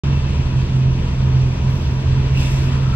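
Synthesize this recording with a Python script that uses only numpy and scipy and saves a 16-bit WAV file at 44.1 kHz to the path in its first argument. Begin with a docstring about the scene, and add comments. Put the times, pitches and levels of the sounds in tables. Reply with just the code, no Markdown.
"""Car cabin with engine drone and valve hiss

Inside a car with the engine running: wavering sine lines at the firing tone and other crank orders drone
among boomy cabin resonances of filtered noise, over a wide engine-bay roar and a second rotor's steady lines.
Air hisses from the intake valve as shaped noise, once faintly and once in a clear burst with an after-puff;
a thin whine arches around the burst, and a breathy whistle of resonant noise swells at the end."""
import sys
import numpy as np
from scipy import signal
from scipy.fft import rfft, irfft
from scipy.io import wavfile

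SR = 44100
rng = np.random.default_rng(int(sys.argv[2]) if len(sys.argv) > 2 else 0)


def inscribe(sig):
    """Save sig as 16-bit PCM at rate SR to the path in sys.argv[1].

    A 1-D sig is mono; a 2-D sig holds one channel per row.
    Samples are clipped to [-1, 1] before scaling.
    """
    pcm = np.round(np.clip(np.atleast_2d(sig).T, -1, 1) * 32767)
    wavfile.write(sys.argv[1], SR, pcm.astype(np.int16))


N = 130095


def amp(db):
    """Turns decibels into an amplitude factor."""
    return 10 ** (np.asarray(db) / 20)


def rms_one(x):
    """Scales a signal to rms 1."""
    return x / np.sqrt(np.mean(x ** 2) + 1e-20)


def over_time(points, t):
    """Reads a (time, value) table in straight lines."""
    return np.interp(t, *np.transpose(points))


def at_hz(points, hz):
    """Reads a spectrum table on a log-frequency axis."""
    p = np.array(points, float)
    return np.interp(np.log(hz + 1), np.log(p[:, 0] + 1), p[:, 1])


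def drift(rate_hz):
    """Slow chance with spread 1: noise through two equal low-pass poles, drawn every 40 samples."""
    r = np.exp(-80 * np.pi * rate_hz / SR)
    noise = rng.standard_normal(N // 40 + 2002)
    slow = signal.lfilter([1], [1, -2 * r, r * r], noise)[2000:]  # drops the filter's settling
    return np.interp(np.arange(N) / 40, np.arange(len(slow)), rms_one(slow))


def coloured(db_at, patchy_db, low=8):
    """Two noises in overlapping half-octave bands, each band flickering a little; rms 1."""
    hz = np.arange(N // 2 + 1) * SR / N
    spectra = rfft(rng.standard_normal((2, N))) * amp(db_at(hz))
    together = drift(6.0)  # flicker common to all bands
    out = 0
    for centre in np.arange(low, 29):  # in half octaves above 1 Hz
        band = np.clip(1 - np.abs(2 * np.log2(hz + 1) - centre), 0, 1)
        flicker = amp(patchy_db * (.5 * together + drift(11)))
        out = out + irfft(spectra * band, N) * flicker
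    return rms_one(out)


def resonance(hz, width_hz):
    """Two noises passed twice through one two-pole resonance; rms 1."""
    r = np.exp(-np.pi * width_hz / SR)
    x = rng.standard_normal((2, N + SR))
    for _ in range(2):
        x = signal.lfilter([1, 0, -1], [1, -2 * r * np.cos(2 * np.pi * hz / SR), r * r], x)
    return rms_one(x[:, SR:])


def engine(t):
    """The firing tone and other crank orders, clean lines in step that waver, with rough whines above."""
    # pitch of the firing tone: start_s, pitch_hz (before jitter)
    firing_pitch = [(0.04, 139), (0.11, 137.5), (0.42, 129.9), (1.17, 130.4), (1.56, 127.5), (1.8, 131.1),
                    (2.06, 129.4), (2.24, 132.5), (2.79, 132.6), (2.95, 129.6)]
    # strength of the firing tone: start_s, level_db (rms)
    firing_level = [(0.04, -24), (0.1, -18), (0.17, -18.5), (0.2, -29), (0.24, -16.5), (0.3, -27.5),
                    (0.33, -20), (0.36, -27.5), (0.4, -15.5), (0.44, -31), (0.48, -19), (0.53, -24),
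                    (0.57, -12), (0.63, -20), (0.67, -31.5), (0.74, -16), (0.9, -14.5), (1.0, -25),
                    (1.15, -24.5), (1.22, -16.5), (1.32, -16.5), (1.36, -12.5), (1.5, -17.5), (1.57, -31.5),
                    (1.65, -17), (1.78, -19.5), (1.82, -35), (1.85, -21), (1.98, -19.5), (2.01, -23.5),
                    (2.06, -24), (2.1, -15), (2.15, -20), (2.18, -13.5), (2.23, -20.5), (2.35, -17),
                    (2.52, -20), (2.55, -16), (2.6, -20.5), (2.64, -15), (2.68, -20.5), (2.71, -18.5),
                    (2.92, -18), (2.95, -20.5)]
    # other crank orders: multiple of shaft speed, level_db (before waver)
    orders = [(1, -34.5), (2, -30), (4, -38.5), (4.5, -40), (5, -42), (6, -45.5)]
    # rough whines that follow the shaft: multiple of shaft speed, roughness_hz, level_db (before swings)
    whines = [(22.25, 14, -49), (58.75, 12, -52.5)]
    firings_per_turn, pitch_jitter = 3, .003  # jitter as a share of pitch
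    orders_follow = 0.22  # share of the firing tone's dips felt by the other orders
    order_waver_db, order_waver_hz = 2.5, 4
    whine_db_per_hz = 0.64  # whines grow with engine speed

    hz, firing_db = over_time(firing_pitch, t), over_time(firing_level, t)
    turns = np.cumsum(hz * (1 + pitch_jitter * drift(8.0))) / SR / firings_per_turn
    out = amp(firing_db) * np.cos(2 * np.pi * firings_per_turn * turns)
    for k, level_db in orders:
        sway_db = orders_follow * (firing_db - firing_db.mean()) + order_waver_db * drift(order_waver_hz)
        out = out + amp(level_db + sway_db) * np.cos(2 * np.pi * k * turns)
    for k, rough_hz, level_db in whines:
        level = amp(level_db + whine_db_per_hz * (hz - hz.mean()))
        pair = []
        for _ in range(2):  # unrelated copies for the two ports
            line = np.sin(2 * np.pi * (k * turns + rng.random()))
            pair.append((.5 + drift(rough_hz)) * line)
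        out = out + level * np.array(pair)
    return np.sqrt(2) * out


def rumble_swell(t):
    """Slow gain shared by the deep cabin booms and the second rotor."""
    # deep rumble under the firing tone: start_s, level_db (used relative to its mean)
    rumble = [(0.04, -22), (0.3, -20), (0.5, -24), (0.8, -22.5), (1.2, -23), (1.6, -23), (1.9, -21),
              (2.25, -20), (2.5, -21), (2.95, -21)]
    deep_db = over_time(rumble, t)
    return amp(deep_db - deep_db.mean())


def rotor(t):
    """Steady sine lines at multiples of the second rotor's speed, each wavering slightly in level."""
    # rotor lines: multiple of rotor speed, level_db (before waver)
    lines = [(1, -34), (2, -26.5), (3, -39), (4, -35), (12, -50)]
    rotor_hz, waver_db = 36.68, 1.5
    out = 0
    for k, level_db in lines:
        line = np.sin(2 * np.pi * (k * rotor_hz * t + rng.random()))
        out = out + amp(level_db + waver_db * drift(1.3)) * line
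    return np.sqrt(2) * out


def cabin_boom(deep):
    """Cabin resonances shaken by uneven firings, made as resonant noise; the lowest follow the rumble."""
    # cabin resonances: pitch_hz, width_hz, level_db (before the rumble swell)
    modes = [(32.2, 14, -32), (60.1, 10, -30.5), (72, 24, -28.5), (122.7, 6.6, -37.5), (171.5, 6.5, -43),
             (199.6, 22, -41.5), (250.5, 6.2, -39.5), (336.2, 11, -45), (369.4, 22, -45.5),
             (410.3, 5.9, -52.5)]
    rumble_top_hz = 105
    out = 0
    for hz, width_hz, level_db in modes:
        swell = deep if hz < rumble_top_hz else 1
        out = out + amp(level_db) * resonance(hz, width_hz) * swell
    return out


def roar(t):
    """Broad mechanical noise with its metallic rings, rising with load."""
    # engine-bay roar through the firewall: pitch_hz, density_db (relative, per Hz)
    colour = [(40, -16.5), (88, -8.5), (150, -8), (250, -17.5), (400, -19.5), (760, -28), (1000, -27),
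              (1500, -30.5), (2100, -32.5), (2700, -29), (3500, -33), (4000, -36), (4600, -36.5),
              (4900, -36.5), (5800, -39.5), (7000, -47), (8000, -51), (10000, -60.5), (12400, -62.5),
              (14000, -71.5), (15500, -88)]
    # broad metallic rings: pitch_hz, width_hz, level_db (before load)
    metal = [(625, 90, -49.5), (890, 100, -50.5), (973, 135, -48), (2636, 300, -51), (3340, 400, -54.5),
             (5810, 840, -54.5)]
    # vigour of the roar and rings: start_s, gain_db
    load = [(0, 2.5), (.4, 1), (.8, 0.5), (1.5, 1.5), (1.9, 1.5), (2.2, 1.85), (2.55, 3.5), (2.75, 2.5),
            (2.95, 2)]
    body_db, patchy_db, low_hz = -29, 1, 24.6  # body level before load

    def density_db(hz):
        return at_hz(colour, hz) - 40 * (hz < low_hz)

    body = amp(body_db) * coloured(density_db, patchy_db)
    rings = sum(amp(level_db) * resonance(hz, width_hz) for hz, width_hz, level_db in metal)
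    return (body + rings) * amp(over_time(load, t))


def valve(t):
    """Each puff of air swells, holds, drops and then leaks away; the nozzle rings as it opens."""
    # air let off: start_s, level_db (before the envelope), swell_s, brightness (dB per octave)
    puffs = [(1.655, -59, 0.05, 13), (2.34, -38, 0.063, -0.5), (2.505, -47, 0.018, 1)]
    # colour of the escaping air: pitch_hz, density_db (relative, per Hz)
    air_colour = [(1200, -22), (2000, -8), (2750, -8.5), (3500, -1), (4200, -9.5), (5400, -3.5),
                  (7000, -12), (9000, -15.5), (12000, -19.5), (14000, -27.5), (15700, -29)]
    hold_s, drop_db_per_s, tail_db, tail_db_per_s = 0.05, 70, -8.5, 24
    patchy_db = 1.5
    nozzle_hz, nozzle_width_hz, nozzle_db = 2675, 320, 9.5  # relative to the puff, at zero brightness
    rise_s, fade_s = .035, 0.1  # time constants: the ring comes early and dies first
    flutter_db, flutter_hz = 2.5, 30

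    out = 0
    for start_s, level_db, swell_s, bright in puffs:
        since = np.maximum(t - start_s, 0)
        after = np.maximum(t - start_s - swell_s - hold_s, 0)
        swell = np.minimum(since / swell_s, 1)
        fall = amp(-drop_db_per_s * after) + amp(tail_db - tail_db_per_s * after)

        def density_db(hz):
            return at_hz(air_colour, hz) + bright * np.log2((hz + 1) / nozzle_hz)

        air = swell * fall * coloured(density_db, patchy_db, low=19)
        ring_shape = (1 - np.exp(-since / rise_s)) * np.exp(-since / fade_s)
        ring = ring_shape * resonance(nozzle_hz, nozzle_width_hz) * amp(flutter_db * drift(flutter_hz))
        # brighter puffs ring less
        out = out + amp(level_db) * (air + amp(nozzle_db - 2.6 * bright) * ring)
    return out


def thin_whine(t):
    """Narrow resonant noise around the burst, swelling and fading in one arch."""
    start_s, end_s = 2.187, 2.85
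    hz, width_hz, level_db = 2293, 9.8, -47.5  # level before the arch
    arch = np.sin(np.pi * np.clip((t - start_s) / (end_s - start_s), 0, 1))
    return amp(level_db) * arch * resonance(hz, width_hz)


def whistle(t):
    """A breathy band of resonant noise that comes up late over a rough, wider body."""
    body = amp(-41.5) * resonance(1145, width_hz=700)
    tone = amp(-40) * resonance(1336, width_hz=85)
    body_start_s, body_rise_s = 2.55, .2
    tone_start_s, tone_rise_s = 2.775, 0.091
    body_swell = np.clip((t - body_start_s) / body_rise_s, 0, 1)
    tone_swell = np.clip((t - tone_start_s) / tone_rise_s, 0, 1)
    return tone_swell * tone + body_swell * body


def ports(first, second):
    """Two microphone ports: the second, unrelated copy supplies what they do not share."""
    # how alike the ports sound: pitch_hz, likeness (0-1)
    likeness = [(60, .985), (130, .985), (345, .96), (650, .15), (1030, .3), (1400, .18), (1720, .35),
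                (2070, .12), (2700, .7), (3300, .58), (3800, .2), (4500, .27), (5200, .72), (6500, .74),
                (7200, .55), (8400, .7), (9000, .45), (10000, .93), (13000, .9)]
    # phase by which left leads: pitch_hz, lead (radians)
    left_lead = [(0, 0), (130, -.08), (520, .2), (950, 1.0), (1640, .2), (2580, -1.8), (5080, -3.1),
                 (6550, -2.5), (8700, .6), (9560, 3.1), (10900, 3.2), (11800, 6.4), (13400, 6.2),
                 (13900, 9.3), (15200, 9.5)]
    # left minus right: pitch_hz, level_db
    balance = [(60, 0), (110, -1), (200, -0.5), (380, 1.5), (700, 2.5), (1290, 6), (2380, 1.5),
               (4400, -0.5), (8120, 0.5), (15000, 0.5)]
    pad = SR // 4  # mirrored, tapered ends avoid wrap-around clicks
    size = N + 2 * pad
    hz = np.arange(size // 2 + 1) * SR / size
    taper = signal.windows.tukey(size, pad / size)

    def spectrum(x):
        return rfft(np.pad(x, pad, "reflect", reflect_type="odd") * taper)

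    a, b = spectrum(first), spectrum(second)
    alike = np.clip(at_hz(likeness, hz), 0, 1)
    lead = np.interp(hz, *np.transpose(left_lead))
    tilt = amp(at_hz(balance, hz) / 2)
    right = (alike * a + np.sqrt(1 - alike ** 2) * b) * np.exp(-1j * lead)
    return np.array([irfft(a * tilt, size), irfft(right / tilt, size)])[:, pad:pad + N]


def scene():
    """Sums every source and sends the mix to the two ports."""
    t = np.arange(N) / SR
    deep = rumble_swell(t)
    drone = engine(t) + deep * rotor(t) + cabin_boom(deep)
    mix = drone + roar(t) + valve(t) + thin_whine(t) + whistle(t)
    return ports(*mix)


def record(dry):
    """Opens quickly after a moment of silence; a steep low-pass cuts the top."""
    start_s, open_s, cutoff_hz = .0355, 0.00067, 16200
    gate = np.clip((np.arange(N) / SR - start_s) / open_s, 0, 1)
    low_pass = signal.cheby2(12, 70, cutoff_hz, fs=SR, output="sos")
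    return signal.sosfilt(low_pass, dry * gate)


dry = scene()
out = record(dry)
inscribe(out)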